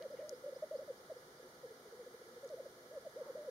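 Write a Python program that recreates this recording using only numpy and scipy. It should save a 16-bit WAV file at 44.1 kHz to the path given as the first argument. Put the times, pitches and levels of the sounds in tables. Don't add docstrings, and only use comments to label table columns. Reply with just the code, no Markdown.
import sys
import numpy as np
from scipy import signal
from scipy.fft import rfft, irfft
from scipy.io import wavfile

SR = 44100
rng = np.random.default_rng(int(sys.argv[2]) if len(sys.argv) > 2 else 0)


def materialize(psi):
    bounded = np.clip(np.atleast_2d(psi).T, -1, 1)
    quanta = np.round(bounded * 32767).astype(np.int16)
    wavfile.write(sys.argv[1], SR, quanta)


N = 154350

# (time [s], level [dB])
SWELL_CURVE = [(0, 1), (1.4, 0.5), (2.8, 0.07), (3.27, 1.5), (3.5, 1.5)]


def amp(db):
    return 10 ** (np.asarray(db) / 20)


def unit(x):
    return x / np.sqrt(np.mean(x ** 2) + 1e-20)


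def pan(db):
    return amp([[db / 2], [-db / 2]])


def read(points, hz):
    f, v = np.transpose(points)
    return np.interp(np.log(hz + 1), np.log(f + 1), v)


def add(mix, s, sound):
    part = mix[..., max(round(s * SR), 0):][..., :sound.shape[-1]]
    part += sound[..., :part.shape[-1]]


def ease(u):
    return .5 - .5 * np.cos(np.pi * np.clip(u, 0, 1))


def bins():
    return np.fft.rfftfreq(N, 1 / SR)


def noise(gain, likeness):
    a, b = rfft(rng.standard_normal((2, N)))
    mid, side = a * np.sqrt((1 + likeness) / 2), b * np.sqrt((1 - likeness) / 2)
    return irfft(np.array([mid + side, mid - side]) * gain, N)


def band(hz, width, db, likeness):
    shape = 1 / (1 + ((bins() - hz) / (1.12 * width)) ** 2) ** 3.23
    return amp(db) * unit(noise(shape, likeness))


def swell(depth=1):
    return amp(depth * np.interp(np.arange(N) / SR, *np.transpose(SWELL_CURVE)))


def open_air():
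    # (frequency [Hz], density [dB per Hz])
    spectrum = [(20, -114), (60, -103), (100, -103), (135, -93.5), (175, -97), (220, -93.5), (320, -93),
                (700, -95.5), (1100, -98), (1600, -103), (2300, -108), (4000, -122)]
    # (frequency [Hz], left-right likeness)
    likeness = [(20, 1), (300, 1), (700, 0.71), (1200, 0), (4000, 0)]
    f = bins()
    return np.sqrt(SR / 2) * noise(amp(read(spectrum, f)), read(likeness, f)) * swell(depth=1.4)


def hollow_rush(pan_db=-7):
    # (centre [Hz], width [Hz], level [dB], left-right likeness)
    bands = [(1264, 180, -75.5, 0.066), (1396, 188, -73, 0.029), (1692, 97, -73.5, -0.78),
             (1990, 255, -75.5, -0.63)]
    return sum(band(*row) for row in bands) * pan(pan_db) * swell()


def far_cocks(throb_hz=20, throb_db=2):
    # (centre [Hz], width [Hz], level [dB], left-right likeness)
    chorus = [(365.5, 26.3, -69.5, 1), (448.4, 65, -68.3, .995), (510.5, 42, -66.3, 0.95),
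              (597, 180, -72, 0.9)]
    slow = np.exp(-(bins() / throb_hz) ** 2)
    return sum(band(*row) * unit(amp(throb_db * unit(noise(slow, 0.8)))) for row in chorus)


def microphone_hiss():
    # (frequency [Hz], density [dB per Hz])
    spectrum = [(20, -135), (1000, -108), (3300, -104.5), (4900, -103.5), (7000, -106), (9000, -108),
                (12000, -111), (15500, -114.5)]
    return np.sqrt(SR / 2) * noise(amp(read(spectrum, bins())), 0)


def whine(fundamental_hz=1170.35):
    # (multiple of the fundamental, level [dB])
    overtones = [(2, -92), (3, -92), (4, -90), (5, -91.5), (9, -97), (10, -98), (11, -100), (12, -101)]
    phase = 2 * np.pi * fundamental_hz * np.arange(N) / SR
    return sum(amp(db) * unit(np.sin(k * phase + 2 * np.pi * rng.random())) for k, db in overtones)


def grouse_note(start, t, hz, flutter, attack_s=.0075, release_s=.011):
    pitch_flutter, level_flutter = np.roll(flutter, -round(start * SR), 1)[:, :len(t)]
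    phase = 2 * np.pi * np.cumsum(hz * (1 + .009 * pitch_flutter)) / SR
    wave = np.sin(phase) + amp(-12) * np.sin(2 * phase) + amp(-6) * np.sin(3 * phase)
    edges = ease(t / attack_s) * ease((t[-1] - t) / release_s)
    return edges * amp(.6 * level_flutter) * wave


def air_sac(voice, resonance_hz=506, width_hz=82):
    return signal.lfilter(*signal.iirpeak(resonance_hz, resonance_hz / width_hz, SR), voice)


def soften(voice, cutoff_hz=720, shelf_db=-10):
    passed = 1 / (1 + (bins() / cutoff_hz) ** 28)
    return irfft(rfft(voice) * (passed + (1 - passed) * amp(shelf_db)), N)


def grouse(flutter_hz=85, bubble_fall=.26):
    # (start [s], length [s], rise [s],
    # first pitch [Hz], top pitch [Hz], last pitch [Hz], level [dB], swell from start to end [dB])
    coos = [(0, 0.069, 0.035, 390.4, 655, 425, -38.5, 9), (0.097, 0.059, 0.024, 488, 610, 372, -41, 4.5),
            (0.184, 0.045, 0.026, 360.0, 647, 460.0, -37.5, 3),
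            (0.222, 0.058, 0.018, 663, 598, 625.0, -38.5, -7),
            (0.273, 0.068, 0.029, 573.0, 621, 405, -41, 10),
            (0.434, 0.022, 0.014, 513, 556, 421.0, -37.8, 3.4),
            (0.455, 0.046, 0.019, 480, 596.0, 500, -35.5, 1),
            (0.519, 0.021, 0.016, 357, 573, 524.0, -38.5, -1),
            (0.555, 0.019, 0.002, 623, 614, 370.0, -37.1, 8.5),
            (0.62, 0.029, 0.018, 594, 626, 511.0, -27.5, 1),
            (0.706, 0.059, 0.024, 489.0, 646.6, 453, -32, 2),
            (0.783, 0.055, 0.03, 444, 630.0, 426.0, -38.5, -3),
            (0.874, 0.042, 0.0017, 645, 615, 430, -37.5, 7.5),
            (1.095, 0.033, 0.013, 610, 650, 332, -34.8, -5),
            (1.63, 0.041, 0.0018, 543.0, 527, 356, -43.5, -4.5),
            (2.426, 0.047, 0.01, 489.0, 572, 368, -40.5, 2), (2.497, 0.057, 0.0097, 567, 629, 383, -38, -3),
            (2.568, 0.044, 0.016, 488, 676, 403, -39, 10.5),
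            (2.65, 0.021, 0.0036, 631.0, 649, 373, -37.5, 10.4),
            (2.905, 0.081, 0.039, 510, 649.5, 456, -40.5, 11.5),
            (3.045, 0.034, 0.011, 554, 667, 502, -35.5, 14),
            (3.154, 0.074, 0.04, 372, 634, 382.0, -38.5, 6),
            (3.253, 0.061, 0.025, 409, 602, 407, -42.5, 13), (3.345, 0.045, 0.027, 367, 645, 457, -37, 2.3),
            (3.382, 0.069, 0.029, 618, 586, 657.0, -41, -11),
            (3.44, 0.058, 0.018, 458.0, 622, 405, -40.5, 13.5)]
    # (start [s], length [s], middle pitch [Hz], level [dB])
    bubbles = [(1.16, 0.017, 485, -45.5), (1.392, 0.021, 462, -48), (1.699, 0.034, 441, -45),
               (1.847, 0.053, 423, -48), (1.918, 0.042, 446, -46), (1.984, 0.055, 475, -48),
               (2.059, 0.027, 487, -45), (2.138, 0.019, 450, -41.5), (2.209, 0.022, 442, -47.5),
               (2.28, 0.028, 443, -49.5), (2.356, 0.036, 471, -46)]
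    voice = np.zeros(N)
    flutter = unit(noise(np.exp(-((bins() - flutter_hz) / (.5 * flutter_hz)) ** 2), 0))
    for start, length, rise, first, top, last, db, swell_db in coos:
        t = np.arange(0, length, 1 / SR)
        approach = np.maximum(1 - t / rise, 0) ** 2
        fall = np.clip((t - rise) / (length - rise), 0, 1) ** 1.683
        hz = top + (first - top) * approach + (last - top) * fall
        gain = amp(db + swell_db * (t / length - .5))
        add(voice, start, gain * grouse_note(start, t, hz, flutter))
    for start, length, middle_hz, db in bubbles:
        t = np.arange(0, length, 1 / SR)
        hz = middle_hz * (1 - bubble_fall * (t / length - .5))
        add(voice, start, amp(db) * grouse_note(start, t, hz, flutter))
    return air_sac(voice)


def echo(call, t60_s=.29, reflections_per_s=1500):
    t = np.arange(SR) / SR
    reflections = rng.standard_normal((2, SR)) * (rng.random((2, SR)) < reflections_per_s / SR)
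    mid, side = reflections * ease(t / 0.012) * amp(-60 * t / t60_s)
    tail = np.array([mid + 0.063 * side, mid - 0.09 * side]) / np.linalg.norm(mid)
    return signal.fftconvolve(call[None], tail, axes=1)[:, :N]


def feather_scuffs(width_octaves=.54):
    # (peak time [s], half-length [s], centre [Hz], level [dB])
    scuffs = [(0.027, 0.033, 1900, -62.5), (0.192, 0.066, 2110, -65.5), (2.978, 0.018, 1050, -64),
              (3.266, 0.11, 1020, -62.5)]
    out, t = np.zeros((2, N)), np.arange(N) / SR
    for s, half_length, hz, db in scuffs:
        spectrum = np.exp(-(np.log2((bins() + 1) / hz) / width_octaves) ** 2)
        out += amp(db) * ease(1 - abs(t - s) / half_length) * unit(noise(spectrum, 0.6))
    return out


def dry_ticks(size=512, crunch_db=-11.5, skirt_db=-17, skirt_top_ratio=2.37):
    # (time [s], centre [Hz], width [octaves], decay [s], snap [dB], left minus right [dB])
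    ticks = [(0.025, 3280, 0.42, 0.0012, -46.5, -8), (0.2938, 5380, 0.29, 0.00094, -33.5, 12),
             (2.4464, 7000, .25, .0008, -50, 0), (2.4766, 6700, .3, 0.00091, -51, 0),
             (2.4913, 4700, 0.55, 0.0011, -48.5, 0)]
    out, t = np.zeros((2, N)), np.arange(size) / SR
    f = np.fft.rfftfreq(size, 1 / SR) + 1
    for s, hz, octaves, decay, db, pan_db in ticks:
        body = np.exp(-(np.log2(f / hz) / octaves) ** 2)
        skirt = amp(skirt_db) * ease(f / hz - .5) / (1 + (f / (skirt_top_ratio * hz)) ** 20)
        snap = np.roll(irfft(body + skirt), size // 2)
        drive = (t == 0) + amp(crunch_db) * rng.standard_normal(size) * np.exp(-t / decay)
        add(out, s - size / 2 / SR, pan(pan_db) * amp(db) * np.convolve(drive, snap / snap.max()))
    return out


def small_bird():
    # (centre time [s], pitch [Hz], level [dB])
    chirps = [(.122, 5000, -73), (.342, 4900, -70), (0.558, 5010, -67.5), (.770, 4800, -68),
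              (.975, 4800, -72), (1.179, 4800, -72), (1.378, 4640, -72.5)]
    # (time from its centre [s], offset from its pitch [Hz])
    contour = [(-.021, -600), (-.010, -250), (.005, 130), (.015, 850), (.026, 150)]
    at, offset = np.transpose(contour)
    out, t = np.zeros(N), np.arange(at[0], at[-1], 1 / SR)
    for s, hz, db in chirps:
        phase = 2 * np.pi * np.cumsum(hz + np.interp(t, at, offset)) / SR
        add(out, s + at[0], amp(db) * np.hanning(len(t)) ** .5 * np.sin(phase))
    return out


def scene():
    bed = open_air() + hollow_rush() + far_cocks() + microphone_hiss()
    cock, bird = soften(grouse()), small_bird()
    far_bird = pan(-11) * (bird + amp(-14) * echo(bird))
    near_cock = cock + amp(-20) * echo(cock)
    return bed + near_cock + far_bird + dry_ticks() + feather_scuffs() + whine()


def record(dry, cutoff_hz=15800):
    # (centre [Hz], width between the points about 2 dB down [Hz])
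    notches = [(2610, 740), (7700, 1520)]
    f = bins()
    gain = np.prod([(f - hz) ** 2 / ((f - hz) ** 2 + (width / 4) ** 2) for hz, width in notches], axis=0)
    notched = irfft(rfft(dry) * gain, N)
    lowpass = signal.firwin(511, cutoff_hz, window=("kaiser", 9), fs=SR)
    return signal.oaconvolve(notched, lowpass[None], "same")


dry = scene()
out = record(dry)
materialize(out)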